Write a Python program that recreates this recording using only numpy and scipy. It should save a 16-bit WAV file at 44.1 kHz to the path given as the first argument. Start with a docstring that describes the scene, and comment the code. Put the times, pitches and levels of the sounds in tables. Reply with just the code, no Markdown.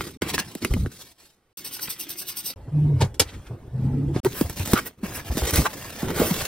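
"""First, plastic bottles rub and tap as they are lifted out of a carton; a full one swings by, rumbling.
From 1.6 s a trigger sprayer clicks and hisses foam onto a mirror. At 2.7 s and 3.7 s a rubber squeegee
sticks and slips down the glass, making it boom; between the two strokes it clacks against the mirror.
From 4.2 s the flaps of a cardboard box scrape, knock and crack open, and a smaller box is dragged out.
Everything is heard close up, in small rooms."""
import sys
import numpy as np
from scipy import signal
from scipy.fft import rfft, irfft
from scipy.io import wavfile
from scipy.ndimage import uniform_filter1d

SR = 44100
rng = np.random.default_rng(int(sys.argv[2]) if len(sys.argv) > 2 else 0)


def unload_audio(sound):
    """Save the sound as a 16-bit wav file, at the path given as the first command line argument."""
    columns = np.transpose(np.atleast_2d(sound))
    # keep every value between -1 and 1, then stretch to whole-number steps
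    steps = np.round(np.clip(columns, -1, 1) * 32767)
    wavfile.write(sys.argv[1], SR, steps.astype(np.int16))


N = 285327
TIME, FREQS = np.arange(N) / SR, np.fft.rfftfreq(N, 1 / SR)
BRIEF = TIME[:SR // 5]  # the clock for one short sound
BRIEF_FREQS = np.fft.rfftfreq(len(BRIEF), 1 / SR)
HAND_ATTACK_S, HAND_RELEASE_S = 0.011, 0.038


def amp(db):
    """Turns decibels into a number to multiply by."""
    return 10 ** (np.asarray(db) / 20)


def evened(x):
    """Scales a signal to an average strength (rms) of 1."""
    return x / np.sqrt(np.mean(x ** 2) + 1e-20)


def read(points, hz):
    """Looks up a value between the rows of a frequency table."""
    f, value = np.transpose(points)
    return np.interp(np.log(hz + 1), np.log(f + 1), value)


def add(mix, s, sound):
    """Mixes a sound in at s seconds."""
    part = mix[max(round(s * SR), 0):][:len(sound)]
    part += sound[:len(part)]


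def during(span):
    """Full volume from the start to the end of a span, silence outside it."""
    return amp(np.interp(TIME, span, [0, 0], left=-150, right=-150))


def above(hz, edge_hz):
    """A steep filter curve that lets through what is higher than the edge."""
    return 1 / np.sqrt(1 + (edge_hz / (hz + 1)) ** 10)


def shaped(x, curve):
    """Filters a full-length signal and sets its strength to 1."""
    return evened(irfft(rfft(x) * curve, N))


def noise(curve):
    """Fresh noise, coloured by a filter curve."""
    return shaped(rng.standard_normal(N), curve)


def tilted(tone, tilt_db, hz):
    """A tone colour made brighter or duller by tilt_db per octave, turning about 2 kHz."""
    return amp(read(tone, hz) + tilt_db * np.log2(np.maximum(hz, 300) / 2000))


def drift(hz):
    """A random wobble, up to about hz times a second."""
    return noise(np.exp(-(FREQS / hz) ** 2))


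def progress(start, length):
    """Runs from 0 to 1 along a movement."""
    return np.clip((TIME - start) / length, 0, 1)


def stroke(start, length, attack_s, release_s, change_db):
    """Loudness of one movement: it gets going, steadily grows or weakens, and dies away."""
    slope = amp(change_db * (progress(start, length) - .5))
    fade = np.exp(-np.maximum(TIME - start - length, 0) / release_s)
    return progress(start, attack_s) * slope * fade


def grains(size, per_s, spread_db, smooth):
    """Friction: tiny random slips over a smooth hiss; spread_db makes their sizes more unequal."""
    slips = rng.standard_normal(size) * amp(spread_db * np.minimum(rng.exponential(1, size), 4))
    slips *= rng.random(size) < per_s / SR
    return evened(slips) + smooth * rng.standard_normal(size)


def rubbing(moves, tone, change_db, catch_db, per_s, spread_db):
    """Surfaces slide and catch: a low rumble, a scrape in the middle and a fizz on top."""
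    rumble, scrape, fizz = np.zeros((3, N))
    for start, length, db, rumble_db, fizz_db in moves:
        effort = amp(db) * stroke(start, length, HAND_ATTACK_S, HAND_RELEASE_S, change_db)
        rumble = np.hypot(rumble, effort * amp(rumble_db))
        scrape = np.hypot(scrape, effort)
        fizz = np.hypot(fizz, effort * amp(fizz_db))
    slips = grains(N, per_s, spread_db, smooth=0.99) * amp(catch_db * drift(49))
    colour, mid, top = amp(read(tone, FREQS)), above(FREQS, 428), above(FREQS, 3630)
    return (rumble * noise(colour * np.sqrt(1 - mid ** 2))
            + scrape * shaped(slips, colour * mid * (1 - top))
            + fizz * shaped(slips, colour * top))


def contacts(rows, tone, gain_db, t60, crack, crack_s):
    """Hard hits: a sharp crack, then a noisy ring that takes t60 seconds to fade by 60 dB."""
    out = np.zeros(N)
    fade = amp(-60 * BRIEF / t60) + crack * np.exp(-BRIEF / crack_s)
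    for s, db, tilt_db, *_ in rows:
        curve = np.maximum(evened(tilted(tone, tilt_db, BRIEF_FREQS)), 1e-4)
        # a minimum-phase filter, so nothing sounds before the hit
        log_curve = np.log(np.r_[curve, curve[-2:0:-1]])
        colour = np.exp(signal.hilbert(log_curve).conj())[:len(curve)]
        burst = rng.choice([-1, 1], len(BRIEF)) * fade
        add(out, s, amp(db + gain_db) * irfft(rfft(burst) * colour))
    return out


def ringing(hits, notes, swell_s, hold_s):
    """At each hit (t/s, level/dB) a thing's own notes swell, hold while it is pushed, then fade."""
    out, ring = np.zeros(N), np.zeros(len(BRIEF))
    for hz, db, t60 in notes:
        fade = amp(db - 60 * np.maximum(BRIEF - hold_s, 0) / t60)
        ring += fade * np.sin(2 * np.pi * (hz * BRIEF + rng.random()))
    for s, db in hits:
        add(out, s, amp(db) * np.minimum(BRIEF / swell_s, 1) * ring)
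    return out


def thump(s, db, hz, swell_s, fall):
    """A blow on a hollow panel: high notes cross it first, so the pitch drops, passing hz early on."""
    out = np.zeros(N)
    pitch = hz * (.005 / (BRIEF + .0005)) ** fall
    push = BRIEF / swell_s * np.exp(1 - BRIEF / swell_s)
    add(out, s, amp(db - 1.04) * push * np.sin(2 * np.pi * np.cumsum(pitch) / SR))
    return out


def rattling(thumps):
    """Adds the buzz of loose layers that shake with each thump."""
    buzz = noise(above(FREQS, 170) / (1 + (FREQS / 690) ** 2) * (1 - above(FREQS, 1500)))
    return thumps + 0.23 * abs(thumps) * buzz


def slides(rows, tone, gain_db, per_s, spread_db, ring):
    """Quick scrapes: a burst of slips swells and fades, ringing the spot that it scrapes."""
    out, size, middle = np.zeros(N), len(BRIEF), BRIEF.mean()
    for s, db, length, spot_hz in rows:
        spot = 1 + ring / (1 + (np.log2((BRIEF_FREQS + 1) / spot_hz) / 0.47) ** 2)
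        colour = amp(read(tone, BRIEF_FREQS)) * above(BRIEF_FREQS, 396) * spot
        slips = irfft(rfft(grains(size, per_s, spread_db, smooth=0.84)) * colour, size)
        swell = np.exp(-2 * ((BRIEF - middle) / length) ** 2)
        add(out, s - middle, amp(db + gain_db) * evened(slips) * swell)
    return out


def roaming(x, patchy_db):
    """As the touching point moves, other spots ring, so the tone colour shifts in patches."""
    spectrum = signal.stft(x, nperseg=512)[2]
    patches = uniform_filter1d(rng.standard_normal(spectrum.shape), size=4, axis=0)
    patches = uniform_filter1d(patches, size=6, axis=1)
    return signal.istft(spectrum * amp(patchy_db * evened(patches)), nperseg=512)[1][:N]


def still_air():
    """The faint, dull background of a quiet room."""
    return amp(-68) * noise(1 / (1 + FREQS / 400))


# tone colour of rubbed bottles: f/Hz, level/dB
BOTTLE_TONE = [(30, -16.5), (70, 2), (140, -0.5), (350, -0.5), (600, -13.5), (2300, -13.5), (5000, -13),
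               (16000, -23)]
# hand movements: t/s, length/s, scrape level/dB, rumble over scrape/dB, fizz over scrape/dB
BOTTLE_MOVES = [(-.02, 0.095, -44.5, 5, 3), (.12, 0.29, -58, 13, -0.5), (.212, 0.2, -39, 1, -5),
                (.44, 0.46, -55.5, 8.5, 4), (.615, 0.036, -42.5, 12, 0.5), (.7, 0.074, -52, 9.5, 7.5),
                (.91, 0.17, -54, -3, 7), (1.175, 0.11, -62.5, -4.5, 6.5)]
# quick slides of plastic: middle t/s, level/dB, length/s, ringing f/Hz
BOTTLE_SLIDES = [(.297, -26, 0.019, 1415), (.347, -23, 0.015, 3820), (.394, -24, 0.016, 1490)]
def bottle_rubbing():
    """Plastic bottles rub and slide as they are lifted out."""
    return (rubbing(BOTTLE_MOVES, BOTTLE_TONE, change_db=-2.5, catch_db=3, per_s=3400, spread_db=0)
            + slides(BOTTLE_SLIDES, BOTTLE_TONE, gain_db=0.3, per_s=3900, spread_db=1, ring=0.37))


# tone colour of tapped plastic: f/Hz, level/dB
TAP_TONE = [(200, -7), (500, -16.5), (1250, 3), (1700, 2.5), (2500, -2.5), (4200, -5), (15000, -15)]
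# notes of a bottle wall: f/Hz, level/dB, fade time/s
WALL_NOTES = [(2080, -1.5, 0.016), (2336, -1, 0.013), (2540, -3, 0.018), (2910, -4, 0.015),
              (4660, -13, 0.0068)]
# bottles meet: t/s, level/dB, tilt/(dB per octave), wall ring/dB, hollow note/dB
BOTTLE_TAPS = [(.008, -18, -4, -24, -28), (0.2204, -14, 0, -43, -15.5), (0.3803, -13.5, -2.5, -34, -33),
               (.399, -21.5, 1, -42, -42), (0.5517, -20.5, 4, -30.5, -23.5), (0.6479, -10, 3, -12, -18.5),
               (0.6525, -25.5, 1.5, -28, -25), (.738, -20.5, 2, -19, -24), (.861, -23.5, -5.5, -38, -23.5)]
def bottle_taps():
    """Bottles tap each other. Gives the ringing taps and, separately, the hollow notes that answer."""
    clicks = contacts(BOTTLE_TAPS, TAP_TONE, gain_db=-4, t60=0.012, crack=0.67, crack_s=0.00043)
    wall_hits = [(s, db) for s, _, _, db, _ in BOTTLE_TAPS]
    walls = ringing(wall_hits, WALL_NOTES, swell_s=0.00028, hold_s=0)
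    hollow = sum(thump(s, db, hz=314, swell_s=0.0035, fall=0.59) for s, *_, db in BOTTLE_TAPS)
    return clicks + walls, hollow


def bottle_swing():
    """A full bottle is swung close by; it and its liquid give a deep, lumpy rumble."""
    deep = noise(above(FREQS, 34) / np.sqrt(1 + (FREQS / 129) ** 6))
    return amp(-23.5) * stroke(start=.7, length=0.178, attack_s=0.008, release_s=0.0066, change_db=-3) * deep


# soft bumps: t/s, level/dB, f/Hz
BUMPS = [(0.706, -19, 67.6), (0.761, -19.5, 210), (.838, -23.5, 96), (2.676, -26.5, 132.4),
         (3.003, -18, 155), (3.022, -8.5, 119), (3.04, -16, 153), (3.203, -20.5, 109), (3.505, -24, 125),
         (3.53, -25.5, 128), (4.153, -20.5, 155), (4.266, -19.5, 152), (4.444, -20, 98), (4.597, -18, 110),
         (5.031, -18, 228), (5.299, -17, 77), (5.318, -27, 264), (5.421, -14.5, 77), (5.528, -16.5, 92),
         (5.578, -9.5, 80), (5.586, -12, 176), (5.59, -19, 310), (6.215, -11.5, 508), (6.309, -13, 197)]
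def soft_bumps():
    """Hands and loads bump hollow panels; the lower the note, the more slowly it swells."""
    return sum(thump(s, db, hz, swell_s=0.0061 * (200 / hz) ** 0.45, fall=0.15) for s, db, hz in BUMPS)


# tone colour of the spray hiss as heard, with two narrow treble dips: f/Hz, level/dB
HISS_TONE = [(300, -18), (1000, -13), (2000, -17.5), (2700, -5.5), (3400, -7.5), (5200, 0.5), (6300, 0),
             (7200, -24), (8300, 2), (10000, -8), (12300, 2), (15500, -2)]
# tone colour of the pump in the hand: f/Hz, level/dB
PUMP_TONE = [(30, -21), (130, 0), (330, -3.5), (700, -15), (3000, -6), (10000, -18.5)]
# trigger pulls (the first only primes the pump): loudest t/s, level/dB, rise time/s
PULLS = [(1.578, -36, 0.0046), (1.65, -31.5, 0.0043), (1.738, -30, 0.014), (1.822, -28.5, 0.0083),
         (1.902, -28, 0.0073), (2.002, -29.5, 0.01), (2.097, -29.5, 0.0056), (2.191, -30, 0.013),
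         (2.286, -29.5, 0.014), (2.376, -29, 0.0098), (2.472, -26, 0.017)]
def sprayer():
    """Each pull fires a bright spurt, then a duller one as the pressure drops; the pump rubs along."""
    fade_s, tail_delay_s, tail_width_s = 0.013, 0.029, 0.011
    spurt, tail = np.zeros((2, N))
    middle = BRIEF.mean()
    since = BRIEF - middle
    for s, db, rise_s in PULLS:
        width = np.where(since < 0, rise_s, fade_s)
        add(spurt, s - middle, amp(db) * np.exp(-(since / width) ** 2 / 2))
        add(tail, s - middle, amp(db - 7) * np.exp(-((since - tail_delay_s) / tail_width_s) ** 2 / 2))
    mist = grains(N, per_s=9000, spread_db=0.77, smooth=1) * amp(2.3 * drift(100))
    bright = (amp(-71.5) + spurt) * shaped(mist, amp(read(HISS_TONE, FREQS)))
    dull = tail * shaped(mist, tilted(HISS_TONE, -2, FREQS))
    slips = grains(N, per_s=1500, spread_db=1.7, smooth=0.77) * amp(0.8 * drift(27))
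    pump = amp(-47) * shaped(slips, amp(read(PUMP_TONE, FREQS)))
    bottle_note = amp(-54.5) * noise(1 / (1 + ((FREQS - 332) / 55) ** 2))
    return during(SPANS[2]) * (bright + dull + pump + bottle_note)


# clicks: t/s, level/dB, tilt/(dB per octave)
TRIGGER_CLICKS = [(1.5769, -34.5, 14), (1.8735, -28, 2.5), (1.883, -27, -5.5)]
def trigger_clicks():
    """The plastic trigger clicks on some pulls."""
    return contacts(TRIGGER_CLICKS, TAP_TONE, gain_db=-5, t60=0.018, crack=0.3, crack_s=0.0008)


# wet sputters: middle t/s, level/dB, length/s, ringing f/Hz
SQUELCHES = [(1.795, -38.5, 0.0046, 1200), (1.88, -41.5, 0.0078, 2450)]
def nozzle_squelches():
    """Foam sputters at the nozzle in tiny bursts."""
    return slides(SQUELCHES, PUMP_TONE, gain_db=4.5, per_s=1430, spread_db=2.5, ring=2)


WIPE_RELEASE_S = 0.059  # how quickly the blade stops
# squeegee strokes: t/s, length/s, rise time/s, boom level/dB, groan over boom/dB, judder start f/Hz,
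# judder end f/Hz, pitch wobble/fraction, level wobble/dB, groan start f/Hz, groan end f/Hz
WIPES = [(2.712, 0.224, 0.052, -18, -15, 145.5, 138, 0.028, 1, 250, 288.8),
         (3.707, 0.39, 0.12, -22.5, -6.5, 122.2, 139.2, 0.036, 3.5, 184.5, 293)]
def squeegee_judder(start, length, attack_s, db, groan_db, first_hz, last_hz, jitter, uneven_db,
                    groan_first_hz, groan_last_hz):
    """Rubber sticks and slips: the mirror booms at that rate while a stiffer part groans upward."""
    along, braking = progress(start, length), progress(start + length, WIPE_RELEASE_S)
    judder_hz = first_hz + (last_hz - first_hz) * along
    judder_hz *= (1 + 0.043 * np.sin(np.pi * along)) * (1 - 0.12 * braking)  # faster midway, then slower
    judder_phase = 2 * np.pi * np.cumsum(judder_hz * (1 + jitter * drift(53))) / SR
    groan_hz = groan_first_hz + (groan_last_hz - groan_first_hz) * along
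    groan_phase = 2 * np.pi * np.cumsum(groan_hz * (1 + 0.075 * drift(59.1))) / SR
    boom = evened(np.sin(judder_phase) * amp(uneven_db * drift(47)))
    groan = evened(np.sin(groan_phase) * (1 + 0.5 * drift(70))
                   + 0.32 * np.sin(groan_phase + judder_phase) * drift(64)
                   + 0.35 * np.sin(groan_phase - judder_phase / 2) * drift(80)
                   + 0.41 * np.sin(2 * judder_phase) * drift(50))
    groan *= amp(groan_db - 24.5 * (along - 0.72) ** 2)  # loudest late in the stroke
    pane_note = amp(-9) * np.sqrt(along) * noise(np.exp(-((FREQS - 100) / 18) ** 2))
    effort = amp(db) * stroke(start, length, attack_s, WIPE_RELEASE_S, change_db=-1)
    return effort * (boom + pane_note + groan)


# tone colour of wiped glass: f/Hz, level/dB
GLASS_TONE = [(30, -20), (55, -6), (92, -4.5), (170, -19.5), (350, -20), (600, -25.5), (900, -27.5),
              (1300, -34.5), (4500, -46.5), (7000, -48), (15000, -56.5)]
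def foam_swish():
    """The mirror rumbles and the foam swishes under the blade, flaring as it runs off the edge."""
    wiping, runoff = np.zeros((2, N))
    for start, length, attack_s, *_ in WIPES:
        wiping += stroke(start, length, attack_s, WIPE_RELEASE_S, change_db=-1.5)
        runoff += np.exp(-((TIME - start - length - 0.093) / 0.048) ** 2)
    # the wet blade is shifted for the second stroke
    shift = stroke(3.19, 0.3, HAND_ATTACK_S, HAND_RELEASE_S, change_db=-15.5)
    rumble_gain = amp(-43.5) + amp(-41.5) * (wiping + runoff)
    swish_gain = amp(-64) + amp(-63) * (wiping + amp(13.5) * runoff) + amp(-55.5) * shift
    colour, top = amp(read(GLASS_TONE, FREQS)), above(FREQS, 1190)
    rumble = noise(colour * (1 - top))
    swish = shaped(rng.standard_normal(N) * amp(0.9 * drift(36)), colour * top)
    return during(SPANS[3]) * (rumble_gain * rumble + swish_gain * swish)


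# tone colour of the blade on the mirror: f/Hz, level/dB
CLACK_TONE = [(150, -11), (300, -1), (470, -2.5), (630, -9.5), (900, -4.5), (1250, -13.5), (1700, -9.5),
              (3200, -9), (6400, -11), (11000, -21.5), (16000, -32.5)]
# scuffs: middle t/s, level/dB, length/s, ringing f/Hz
BLADE_SCRAPES = [(3.018, -21, .014, 830), (3.047, -35, 0.015, 450), (3.292, -45, 0.028, 3000),
                 (3.343, -44.5, 0.018, 1800), (3.472, -47.5, .016, 1500), (4.167, -39, 0.035, 750)]
def blade_scrapes():
    """The blade scuffs the mirror and its frame."""
    return slides(BLADE_SCRAPES, CLACK_TONE, gain_db=-0.5, per_s=3100, spread_db=0, ring=2.8)


# clacks: t/s, level/dB, tilt/(dB per octave)
BLADE_CLACKS = [(3.019, -16.5, -4.5), (3.143, -44, 2.5), (3.1962, -10.5, 4), (3.2003, -15, 1),
                (3.218, -24.5, -0.5), (4.162, -20.5, -7)]
# notes of the handle: f/Hz, level/dB, fade time/s
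HANDLE_NOTES = [(489, -1.5, 0.066), (3220, -2, 0.067), (4030, -2.5, 0.052), (4940, -9, .05),
                (6100, -2.5, .055), (9250, -2, .04)]
def blade_clacks():
    """The squeegee hits the mirror; the hardest hit rings its handle."""
    clacks = contacts(BLADE_CLACKS, CLACK_TONE, gain_db=2.5, t60=0.048, crack=0.099, crack_s=0.00068)
    return clacks + ringing([(3.1965, -17)], HANDLE_NOTES, swell_s=0.0027, hold_s=0.002)


# tone colour of rubbed cardboard: f/Hz, level/dB
CARD_TONE = [(30, -10), (80, 0.5), (330, -4.5), (600, -11.5), (900, -16), (1600, -15.5), (2400, -17.5),
             (4200, -22.5), (6300, -22), (9000, -27), (15000, -26.5)]
# hand movements: t/s, length/s, scrape level/dB, rumble over scrape/dB, fizz over scrape/dB
CARD_MOVES = [(4.23, 0.29, -48.5, 8, 5), (4.555, 0.22, -40, 5.5, 4), (4.75, 0.098, -46, 5.5, -3),
              (4.97, 0.061, -59.5, 10.5, -2), (5.025, 0.16, -38.5, 1, -2), (5.24, 0.16, -43.5, 5.5, 1.5),
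              (5.345, 0.15, -36, -0.5, 2.5), (5.52, 0.075, -32.5, 2.5, 5.5), (5.6, 0.62, -43, 0, 1),
              (6.024, 0.074, -34.5, 4, -9.5), (6.15, 0.13, -39.5, 8.5, 6.5), (6.29, 0.16, -34.5, -4.5, 2.5)]
# quick slides of cardboard: middle t/s, level/dB, length/s, ringing f/Hz
CARD_SLIDES = [(4.262, -27, 0.013, 880), (4.39, -32.5, 0.06, 13800), (4.717, -29, 0.014, 11800),
               (4.772, -26.5, 0.022, 1430), (4.791, -23, 0.008, 1410), (4.868, -31, 0.019, 14000),
               (5.16, -33, 0.031, 10500), (5.478, -28.5, 0.015, 6800), (5.576, -28, 0.011, 8700),
               (5.661, -22.5, 0.015, 1200), (6.185, -28, 0.053, 400), (6.226, -25.5, 0.054, 636),
               (6.262, -28.5, 0.063, 14200), (6.413, -29, 0.017, 1400)]
def cardboard_rubbing():
    """Flaps and the smaller box drag along: the panels rumble, the fibres scrape and fizz."""
    return (rubbing(CARD_MOVES, CARD_TONE, change_db=2, catch_db=2.5, per_s=1800, spread_db=2.5)
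            + slides(CARD_SLIDES, CARD_TONE, gain_db=1, per_s=7400, spread_db=2, ring=3.2))


# tone colour of snapping cardboard: f/Hz, level/dB
SNAP_TONE = [(200, -2), (600, -12), (3400, -21.5), (15000, -23.5)]
# flaps hit the box: t/s, thump level/dB, f/Hz, snap level/dB
FLAP_KNOCKS = [(4.248, -21, 270, -22), (4.411, -8, 281, -21), (4.497, -20.5, 120, -24.5),
               (4.734, -8, 309, -11.5), (5.371, -18, 280, -28), (5.418, -22.5, 597, -39),
               (6.029, -16.5, 227, -48), (6.197, -12, 286, -28)]
# creases crack: t/s, level/dB, tilt/(dB per octave)
CREASE_CRACKS = [(4.6747, -25.5, 1), (5.455, -24.5, 0.5), (5.5078, -22, 3), (5.5587, -15, 3.5),
                 (5.621, -27, -1.5), (6.215, -20.5, -5)]
def flap_knocks():
    """Flaps knock on the box and their creases crack. Gives the snaps and the thumps separately."""
    hits = CREASE_CRACKS + [(s, db, 0) for s, _, _, db in FLAP_KNOCKS]
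    snaps = contacts(hits, SNAP_TONE, gain_db=0.5, t60=0.046, crack=1.25, crack_s=0.0011)
    thumps = sum(thump(s, db, hz, swell_s=0.0034, fall=0.59) for s, db, hz, _ in FLAP_KNOCKS)
    return snaps, thumps


# notes of the hollow box: f/Hz, level/dB, fade time/s
BOX_NOTES = [(378.5, 0.5, 0.027), (916, -12, 0.015)]
def lid_pop():
    """The lid pulls free and the hollow box hoots."""
    return ringing([(4.2525, -12.5)], BOX_NOTES, swell_s=0.008, hold_s=0.016)


# notes of a flap: f/Hz, level/dB, fade time/s
FLAP_NOTES = [(863, 2, 0.11), (1050, 2, 0.036), (1260, -13, 0.026), (1584, -2, 0.064), (1900, -5, .04)]
def flap_spring():
    """A flap springs back and rings."""
    return ringing([(5.654, -25)], FLAP_NOTES, swell_s=0.0023, hold_s=0.0044)


def reflections(t60):
    """A small room's quickly fading echoes, one set for each side."""
    shape = (2, len(BRIEF))
    echoes = rng.standard_normal(shape) * (rng.random(shape) < .1)
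    echoes *= amp(-60 * BRIEF / t60) * (BRIEF > .001)
    return echoes / np.linalg.norm(echoes, axis=1, keepdims=True)


# how alike left and right are: f/Hz, likeness/fraction
LIKENESS = [(150, .98), (500, .84), (1100, .8), (2200, .62)]
# how far the left wave runs ahead: f/Hz, lead/radians
LEFT_LEAD = [(500, 0), (3000, .45), (5300, 1.1), (7400, 3.1), (8000, .3), (15000, .2)]
# left compared with right: f/Hz, level/dB
BALANCE = [(120, -0.86), (500, -1.3), (8000, 0.11)]
def room(direct, sent, t60):
    """Left and right hear the direct sound a little apart, and each its own echoes of what is sent."""
    turn = np.pi * TIME / .17 / 2  # things move, so two sets of echoes trade places every 0.17 s
    echoes = sum(signal.oaconvolve((sent * share)[None], reflections(t60), axes=1)[:, :N]
                 for share in (np.cos(turn), np.sin(turn)))
    echo_share = 0.0022 + (1 - read(LIKENESS, FREQS)) * above(FREQS, 230) ** 2  # hardly any in the bass
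    side = np.array([[.5], [-.5]])
    balance = amp(side * read(BALANCE, FREQS) * above(FREQS, 200))
    lead = np.exp(1j * side * read(LEFT_LEAD, FREQS))
    blend = np.sqrt(1 - echo_share) * rfft(direct) + np.sqrt(echo_share) * rfft(echoes)
    return irfft(balance * lead * blend, N)


def scene():
    """Bottles and cardboard sound in a storeroom, sprayer and squeegee in a bathroom."""
    taps, bottle_thumps = bottle_taps()
    snaps, flap_thumps = flap_knocks()
    close = taps + snaps  # these are nearest, so less of them comes back from the room
    rubs = roaming(bottle_rubbing() + cardboard_rubbing(), patchy_db=2.5)
    thumps = rattling(bottle_thumps + soft_bumps() + flap_thumps)
    storeroom = still_air() + rubs + thumps + bottle_swing() + lid_pop() + flap_spring()
    spray = roaming(sprayer() + trigger_clicks() + nozzle_squelches(), patchy_db=2.5)
    wiping = sum(squeegee_judder(*wipe) for wipe in WIPES) + roaming(foam_swish(), patchy_db=3)
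    bathroom = spray + wiping + blade_scrapes() + blade_clacks()
    return (room(storeroom + close, storeroom + amp(-7) * close, t60=0.057)
            + room(bathroom, bathroom, t60=0.067))


# stretches of sound (bottles twice, sprayer, squeegee, box): start t/s, end t/s
SPANS = [(0, .172), (.212, 1.53), (1.572, 2.54), (2.56, 4.202), (4.232, 6.48)]
def record(dry):
    """Leaves a brief silence between the stretches and takes off the very highest treble."""
    sounding = sum((TIME >= start) * (TIME < end) * 1. for start, end in SPANS)
    gated = dry * uniform_filter1d(sounding, size=100)
    low_pass = signal.firwin(255, 15900, window=("kaiser", 9), fs=SR)
    return signal.oaconvolve(gated, low_pass[None], "same")


dry = scene()
out = record(dry)
unload_audio(out)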